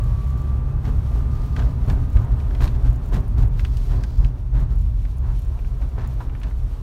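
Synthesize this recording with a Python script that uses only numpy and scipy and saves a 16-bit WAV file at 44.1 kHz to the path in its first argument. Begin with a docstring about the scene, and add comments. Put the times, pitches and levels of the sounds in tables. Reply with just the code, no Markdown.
"""A booming cabin and a gently pulling engine with a rising whine, inside an old four-wheel drive on a rough road.
The engine, sine tones tied to its firing rate, eases off and later returns more quietly while its whine dies away.
Shaken resonances of air, panels and tyres boom, drone and hum beneath tyre roar and air hiss made of coloured noise.
Bumps swell the road and rattle loose trim in flurries of tiny contacts; dashboard plastic clicks in sharp snaps.
Keys tick and briefly ring at the ignition, and a hand and sleeve rub softly at the wheel as grainy noise."""
import sys
import numpy as np
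from scipy import signal
from scipy.fft import rfft, irfft, next_fast_len
from scipy.io import wavfile
from scipy.ndimage import uniform_filter1d, map_coordinates

SR = 44100
rng = np.random.default_rng(int(sys.argv[2]) if len(sys.argv) > 2 else 0)


def generate_wav(signal):
    """Clip the signal to [-1, 1] and save it as 16-bit WAV at the path in sys.argv[1]."""
    frames = np.transpose(np.atleast_2d(signal))
    scaled = np.clip(frames, -1, 1) * 32767
    pcm = np.round(scaled).astype(np.int16)
    wavfile.write(sys.argv[1], SR, pcm)


N = 300762

# Engine speed: (time [s], firing rate [Hz])
FIRING_RATE = [(0, 66.9), (.2, 67.3), (.4, 68.3), (.8, 69.3), (1.2, 70.1), (1.6, 71.2), (2.3, 72.3),
               (2.8, 71), (3.5, 68), (5, 66), (6.82, 64)]
# Engine load, the gain of the hum: (time [s], level [dB])
ENGINE_LOAD = [(0, -1), (.5, 2.5), (1.1, -1.5), (1.5, -1.5), (1.9, -39), (2.5, -34), (4.4, -33),
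               (5.1, -9.5), (6.82, -11)]
# Engine hum at 0 dB load: (multiple of the firing rate, mean level [dB])
HUM_ORDERS = [(1, -25), (1.5, -33.5), (2, -33.5), (2.5, -49), (3, -46.5), (3.25, -49), (4.25, -58.5),
              (5.5, -62)]
# Gain of the belt whine: (time [s], level [dB])
BELT_LEVEL = [(0, -1), (.45, 1), (.75, -2), (.95, -9.5), (1.35, -1), (1.6, -2), (1.8, -17), (2.2, -6),
              (2.5, -14), (6.82, -51)]
# Whine of the belt-driven parts at 0 dB gain: (multiple of the firing rate, mean level [dB])
WHINE_ORDERS = [(14, -66), (17, -51), (18, -61), (37, -74)]


def engine():
    """Firing orders and belt whine follow the shaft speed, each with its own fluttering level and drifting phase."""
    rate_hz, = curves(FIRING_RATE)
    load_db, = curves(ENGINE_LOAD)
    belt_db, = curves(BELT_LEVEL)
    phase = 2 * np.pi * np.cumsum(rate_hz) / SR

    def tones(orders, flutter_db, drift_rad, knots_per_s):
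        total = np.zeros(N)
        for multiple, db in orders:
            level = amp(db + flutter_db * wobble(knots_per_s))
            total += level * np.sin(multiple * phase + drift_rad * wobble(knots_per_s))
        return np.sqrt(2) * total  # levels are rms

    hum = tones(HUM_ORDERS, flutter_db=1.5, drift_rad=.25, knots_per_s=7)
    whine = tones(WHINE_ORDERS, flutter_db=2.8, drift_rad=.45, knots_per_s=22)
    return amp(load_db) * hum + amp(belt_db) * whine


# Bumps, timed by the trim; levels and tilt are relative, trimmed or added to the colour where they are played:
# (time [s], length [s], body thump [dB], tyre slap [dB], trim rattle [dB], rattle brightness [dB per octave])
BUMPS = [(0.84, 0.061, -27, -40, -46, 1), (0.945, 0.062, -19, -54, -63, 4),
         (1.146, 0.045, -16, -44, -62, -11), (1.567, 0.048, -22, -40, -39, -0.5),
         (1.63, 0.047, -16.5, -60, -57, 4), (1.881, 0.024, -11, -36.5, -42, -6),
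         (1.966, 0.029, -16, -47, -64, -4), (2.155, 0.042, -8.5, -41.5, -59, -9),
         (2.309, 0.031, -16, -56, -58, 3), (2.606, 0.059, -15, -37, -36.5, 3),
         (2.74, 0.028, -15, -57, -47.5, 2), (2.845, 0.038, -9, -43.5, -43, 0),
         (3.124, 0.053, -14, -36.5, -39.5, 0.7), (3.373, 0.068, -11.5, -40, -46.5, 3),
         (3.569, 0.048, -19, -51, -51, 5), (3.734, 0.1, -21, -51, -65, 4),
         (3.896, 0.065, -14.5, -42.5, -48, 1), (4.187, 0.058, -12.5, -43.5, -58, -2),
         (4.535, 0.098, -15.5, -42, -45, -1.5), (4.699, 0.042, -24, -45.5, -52, 0),
         (4.798, 0.11, -17.5, -70, -74.5, -6), (5.224, .12, -21, -50.5, -45.5, -5),
         (5.811, 0.041, -29, -48, -52, -0.5), (5.97, 0.099, -24, -47.5, -41, -2),
         (6.199, 0.03, -34, -49, -38, -6.5), (6.428, 0.057, -35, -50, -47, -1),
         (6.616, 0.018, -17.5, -68, -64, -10)]
# Steady road noise between bumps, before the trims in road():
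# (time [s], cabin boom [dB], panel drone [dB], tyre cavity hum [dB], tyre roar [dB], air hiss [dB])
ROAD_LEVELS = [(0.0, -18.5, -19, -38, -45.5, -65), (0.21, -21.5, -26, -42, -45.5, -62.5),
               (0.72, -22.5, -27.5, -41, -44.5, -68.5), (0.97, -22, -30, -38.5, -45.5, -64),
               (1.54, -22.5, -27, -36, -43.5, -66), (2.68, -23, -30.5, -41, -44.5, -64.5),
               (3.12, -26, -33.5, -39.5, -46, -67), (3.44, -22, -23.5, -41, -46.5, -69.5),
               (3.8, -24, -34.5, -45, -49, -60.5), (4.06, -24.5, -33.5, -41, -47, -73),
               (4.37, -28.5, -33, -46.5, -51, -71.5), (4.8, -22, -31, -43, -55, -67.5),
               (5.51, -21.5, -34.5, -47, -48.5, -66), (6.12, -26.5, -32.5, -45, -47.5, -66.5),
               (6.82, -24.5, -39, -48, -51, -67)]
# Cabin air resonances: (centre [Hz], width [Hz], relative level [dB])
CABIN_MODES = [(33.4, 20.6, -2), (47.7, 7.1, 3.5), (64.4, 10.8, -0.5)]
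# Body panel resonances: (centre [Hz], width [Hz], relative level [dB])
PANEL_MODES = [(92.3, 23, -0.86), (116.6, 18.6, 2)]
# Tyre cavity resonances: (centre [Hz], width [Hz], relative level [dB])
TYRE_CAVITY_MODES = [(160.4, 33, 2.5), (213.6, 16, -4), (249.5, 34, -3.5)]
# Colour of the tyre roar: (frequency [Hz], relative level [dB per Hz])
TYRE_COLOUR = [(160, -19.5), (270, -1), (351, -5), (408, -3), (465, -8), (552, -8.5), (605, -8.5),
               (710, -9), (834, -12.5), (914, -9.5), (1190, -14.5), (1300, -15.5), (3000, -35), (3900, -39),
               (6600, -120)]
# Colour of the air hiss: (frequency [Hz], relative level [dB per Hz])
AIR_COLOUR = [(1180, -25), (2000, -5.5), (2120, -6.5), (2420, -5), (2980, -6), (4550, -8), (5000, -12.5),
              (5410, -9), (7450, -14.5), (9650, -13.5), (10400, -19.5), (11300, -14.5), (13000, -17),
              (15100, -16), (15800, -27)]


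def road():
    """The wheels shake cabin air and panels; tyres hum and roar, air hisses past, and every bump swells them all."""
    boom_db, drone_db, hum_db, roar_db, hiss_db = curves(ROAD_LEVELS)
    load_db, = curves(ENGINE_LOAD)
    coasting_db = -3.5 * amp(load_db)  # the road takes over the bass as the engine eases off
    thumps = [(s, length, thump_db) for s, length, thump_db, *_ in BUMPS]
    slaps = [(s, length, slap_db) for s, length, _, slap_db, *_ in BUMPS]

    def level(steady_db, bump, bump_db):
        return np.hypot(amp(steady_db), amp(bump_db) * bump)

    air_jolt = jolts(thumps, lead_s=0.036, attack_s=0.048, release_s=0.027)
    panel_jolt = jolts(thumps, lead_s=0.019, attack_s=0.035, release_s=0.06)
    cavity_jolt = jolts(slaps, lead_s=0.0093, attack_s=0.033, release_s=0.043)
    slap = jolts(slaps, lead_s=0.014, attack_s=0.018, release_s=0.046)

    boom = level(boom_db + coasting_db + 2.4, air_jolt, bump_db=-1.84)
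    drone = level(drone_db + coasting_db + 1.0, panel_jolt, bump_db=-10.0)
    hum = level(hum_db + coasting_db + 0.6, cavity_jolt, bump_db=5.5)
    roar_flutter = amp(0.29 * wobble(40) + 0.86 * wobble(9))
    roar = level(roar_db + 1.17, slap, bump_db=-0.3) * roar_flutter
    hiss_flutter = amp(1.5 * wobble(28) + 0.88 * wobble(10))
    hiss = level(hiss_db + 5.0, slap, bump_db=-18.5) * hiss_flutter

    out = boom * shaken(CABIN_MODES, low_hz=26.4, evenness=0.56)
    out += drone * shaken(PANEL_MODES, low_hz=83.5, evenness=0.59)
    out += hum * shaken(TYRE_CAVITY_MODES, low_hz=143, evenness=.5)
    return out + cabin_echoes(roar * rush(TYRE_COLOUR) + hiss * rush(AIR_COLOUR))


def shaken(modes, low_hz, evenness):
    """Resonances under random shaking, rolled off below low_hz; evenness 0-1 steadies their joint swell."""
    def body(hz):
        power = sum(amp(db) ** 2 / (1 + ((hz - centre) / width) ** 2) ** 3 for centre, width, db in modes)
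        return np.sqrt(power) / np.sqrt(1 + (low_hz / (hz + 1)) ** 16)

    x = unit(filtered(rng.standard_normal(N), body))
    power = np.abs(uniform_filter1d(uniform_filter1d(x ** 2, size=3500), size=2500))
    return unit(x / (power + 1e-6) ** (np.clip(evenness, 0, 1) / 2))


def jolts(rows, lead_s, attack_s, release_s):
    """Joint strength of (s, length, dB) jolts; a part starts to move lead_s before the trim does."""
    power = np.zeros(N)
    for s, length, db in rows:
        power += (amp(db) * stroke(s - lead_s, length + lead_s, attack_s, release_s)) ** 2
    return np.sqrt(power)


def cabin_echoes(x, wall_db=-14.0, count=16):
    """Weak echoes off the glass and dashboard ripple the colour of the road noise."""
    delays_s = rng.uniform(.002, .03, count)
    signs = rng.choice([-1, 1], count)
    out = x.copy()
    for delay_s, sign in zip(delays_s, signs):
        add(out, delay_s, sign * amp(wall_db) / np.sqrt(count) * x)
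    return out


# Colour of the loose trim before each bump's brightness tilt: (frequency [Hz], relative level [dB])
TRIM_COLOUR = [(150, -33), (300, -4.5), (600, -2), (950, 9.5), (1300, 3.5), (1700, 2.5), (2300, -5.5),
               (4200, -8), (5000, -13), (7000, -16.5), (8000, -21.5), (9500, -22.5), (10500, -29),
               (12000, -21), (15800, -32.5)]


def rattles(contacts_per_s=700, scatter_db=4, rise=0.16, level_db=-2.5, wash=0.75):
    """Each bump throws loose trim into a swelling and dying flurry of tiny contacts over a wash of noise."""
    out = np.zeros(N)
    for s, length, _, _, db, bright_db in BUMPS:
        u = np.arange(int(2 * length * SR)) / (length * SR)  # time in bump lengths
        swell = np.minimum(u / rise, 1) / (1 + u ** 8)
        struck = rng.random(len(u)) < contacts_per_s / SR
        hits = struck * amp(scatter_db * rng.standard_normal(len(u)))
        grain = unit(hits * rng.choice([-1, 1], len(u))) + wash * rng.standard_normal(len(u))
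        flurry = signal.fftconvolve(swell * unit(grain), impulse(TRIM_COLOUR, bright_db))
        add(out, s, amp(db + level_db) * flurry)
    return out


# Single knocks and clicks of the dashboard plastic:
# (time [s], rms level over the first 8 ms [dB], main resonance [Hz], brightness tilt [dB per octave])
PLASTIC_CLICKS = [(0.853, -45, 1300, -2), (1.564, -36.5, 1150, -3.5), (1.593, -41.5, 1310, -1.5),
                  (1.622, -41, 1590, -5), (1.8994, -39.5, 1620, -1.5), (2.170, -42, 1100, -3.5),
                  (2.401, -50, 2560, -2.5), (2.5085, -46, 1500, -5.5), (2.5496, -44.5, 2150, -2.5),
                  (2.606, -35, 910, -8.5), (2.621, -38.5, 1810, -9), (2.677, -40.5, 3820, -0.5),
                  (3.143, -41.5, 1810, 1.5), (3.5944, -38, 2150, -3.5), (3.6492, -36.5, 2680, -2),
                  (3.771, -46.5, 2800, 6), (4.0368, -40.5, 1630, 2), (4.247, -42.5, 2450, -1),
                  (5.052, -48, 2210, -4), (5.5904, -48.5, 2600, -8), (5.648, -47, 2200, -10),
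                  (5.8173, -49.5, 2440, -5.5), (5.981, -38, 1120, -15.5), (6.211, -46, 1000, -10),
                  (6.297, -49, 2500, -9.5), (6.351, -43.5, 2500, -9.5), (6.416, -49, 2500, -6),
                  (6.433, -42.5, 2350, -2), (6.51, -46.5, 1950, -12.5)]
# Colour of the plastic before the tilt: (frequency [Hz], relative level [dB])
PLASTIC_COLOUR = [(300, -14.5), (1000, -4), (1600, 3), (2100, -1), (2500, 0.5), (3300, -1), (4200, -4),
                  (4900, -5.5), (6200, -8.5), (9000, -15), (15800, -30)]


def clicks(q=5, resonance_db=3):
    """Dashboard plastic snaps against its seat as the body twists; each piece has its own resonance."""
    out = np.zeros(N)
    for s, db, hz, bright_db in PLASTIC_CLICKS:
        snap = impulse(PLASTIC_COLOUR, bright_db)
        resonance = signal.lfilter(*signal.iirpeak(hz, q, SR), snap)
        piece = snap + amp(resonance_db) * resonance
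        click = contact(piece, t60=0.031, ring_db=8.5, cabin_db=-10, cabin_t60=0.085)
        add(out, s, amp(db) * click)
    return out


# Runs of the keys tapping together: (time [s], run length [s], level before random scatter [dB])
KEY_RUNS = [(0.039, .01, -53), (.3044, .01, -57), (0.417, .01, -56), (1.863, .07, -59), (2.102, .16, -58.5),
            (2.901, .07, -55.5), (3.058, .04, -56.5), (3.206, .01, -54), (3.452, .04, -58),
            (4.6014, .04, -59), (4.728, .1, -59), (5.183, .01, -57), (5.3911, .07, -59.5),
            (6.0744, .01, -49), (6.4, .01, -57)]
# Keys ringing freely: (time [s], pitch [Hz], starting peak level [dB])
KEY_PINGS = [(3.143, 13450, -52), (3.28, 13600, -52), (3.28, 9450, -54), (5.17, 9800, -54),
             (5.392, 11400, -47), (5.595, 13450, -58), (6.137, 13450, -54)]
# Colour of the key taps: (frequency [Hz], relative level [dB])
KEY_COLOUR = [(3000, -33), (6400, -6), (7100, 4.5), (7900, -12), (9500, -1), (10500, -19), (11500, -5),
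              (13500, -6.5), (15800, -3)]


def keys(count=18, faint_db=-63, scatter_db=1):
    """The hanging keys tap in short even runs, with fainter touches scattered about; now and then one rings briefly."""
    out = np.zeros(N)
    swing_s, ring_t60 = .029, .04  # time between taps of a run, 60 dB decay of a ping [s]
    faint = [(u * N / SR, faint_db + 2 * v) for u, v in rng.random((count, 2))]
    taps = [(s + delay, db) for s, length, db in KEY_RUNS for delay in np.arange(0, length, swing_s)]
    colour = impulse(KEY_COLOUR)
    for s, db in faint + taps:
        tap = contact(colour, t60=.028, ring_db=5, cabin_db=-24, cabin_t60=.05)
        add(out, s, amp(db + scatter_db * rng.standard_normal()) * tap)
    t = np.arange(SR // 5) / SR
    for s, hz, db in KEY_PINGS:
        add(out, s, amp(db - 60 * t / ring_t60) * np.sin(2 * np.pi * hz * t))
    return out


# Soft rubbing of a hand and sleeve at the wheel: (time [s], length [s], level before the grain [dB])
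RUBS = [(1.3, 0.4, -60), (3.553, .71, -58.5)]
# Colour of cloth and skin: (frequency [Hz], relative level [dB])
CLOTH_COLOUR = [(1000, -5), (2400, -3.5), (3500, -2), (4500, 2), (5000, -0.5), (5700, -2.5), (7500, -8.5),
                (11000, -13.5), (15800, -9)]


def rubbing():
    """Cloth and skin slide with a fine uneven grain."""
    slide = sum(amp(db) * stroke(s, length, attack_s=.04, release_s=0.038) for s, length, db in RUBS)
    grain = amp(1.9 * wobble(150))
    return slide * grain * rush(CLOTH_COLOUR)


def contact(colour, t60, ring_db, cabin_db, cabin_t60):
    """One contact, rms 1 over its first 8 ms: a sharp snap, a dense short ring and the padded cabin's answer."""
    t = np.arange(SR // 10) / SR
    decay = amp(-60 * t / t60) + amp(cabin_db - 60 * t / cabin_t60)
    ring = decay * rng.standard_normal(len(t))
    snap = t == 0
    x = signal.fftconvolve(snap + amp(ring_db) * ring / np.linalg.norm(ring), colour)
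    return x / np.sqrt(np.mean(x[:round(.008 * SR)] ** 2))


def impulse(spectrum, tilt_db=0):
    """Causal response of energy 1 to one sharp contact, tilted in dB per octave about 1 kHz (flat below 500 Hz)."""
    size = 2048
    hz = np.fft.rfftfreq(size, 1 / SR)
    tilt = tilt_db * np.log2(np.maximum(hz, 500) / 1000)
    # folding the cepstrum gives minimum phase, so the energy comes at once
    cepstrum = irfft(np.log(amp(along(spectrum, hz) + tilt)))
    cepstrum[1:size // 2] *= 2
    cepstrum[size // 2 + 1:] = 0
    h = irfft(np.exp(rfft(cepstrum)))
    return h / np.linalg.norm(h)


def stroke(s, length, attack_s, release_s):
    """Envelope that rises, holds until s + length and dies away."""
    t = np.arange(N) / SR - s
    return np.clip(t / attack_s, 0, 1) * np.exp(-np.maximum(t - length, 0) / release_s)


def rush(spectrum):
    """Noise of rms 1 with the given colour."""
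    return unit(filtered(rng.standard_normal(N), lambda hz: amp(along(spectrum, hz))))


def filtered(x, response):
    """x times a response of frequency."""
    m = next_fast_len(N + SR // 2)  # padded so that tails do not wrap
    return irfft(rfft(x, m) * response(np.fft.rfftfreq(m, 1 / SR)), m)[:N]


def wobble(rate):
    """A smooth random curve, rate knots a second."""
    knots = rng.standard_normal(int(N * rate / SR) + 4)
    return map_coordinates(knots, [np.arange(N) * rate / SR])


def curves(rows):
    """One value per sample for each column after the time."""
    s, *columns = np.transpose(rows)
    return [np.interp(np.arange(N) / SR, s, column) for column in columns]


def along(points, hz):
    """Interpolate (Hz, value) points on a log frequency axis."""
    f, v = np.transpose(points)
    return np.interp(np.log(hz + 1), np.log(f + 1), v)


def add(track, s, x):
    """Mix x into the track at time s."""
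    i = max(round(s * SR), 0)
    track[i:i + len(x)] += x[:max(N - i, 0)]


def amp(db):
    """Decibels to gain."""
    return 10 ** (np.asarray(db) / 20)


def unit(x):
    """Scale to rms 1."""
    return x / np.sqrt(np.mean(x ** 2) + 1e-20)


def scene():
    """Everything as heard from the front seat."""
    return (engine() + road() + rattles() + clicks() + keys() + rubbing())[None]


def record(dry):
    """Roll off the deepest rumble and keep nothing from the top band limit upwards."""
    low_hz, top_hz = 24, 15850

    def band(hz):
        return (hz < top_hz) / np.sqrt(1 + (low_hz / (hz + 1)) ** 16)

    return filtered(dry[0], band)[None]


dry = scene()
out = record(dry)
generate_wav(out)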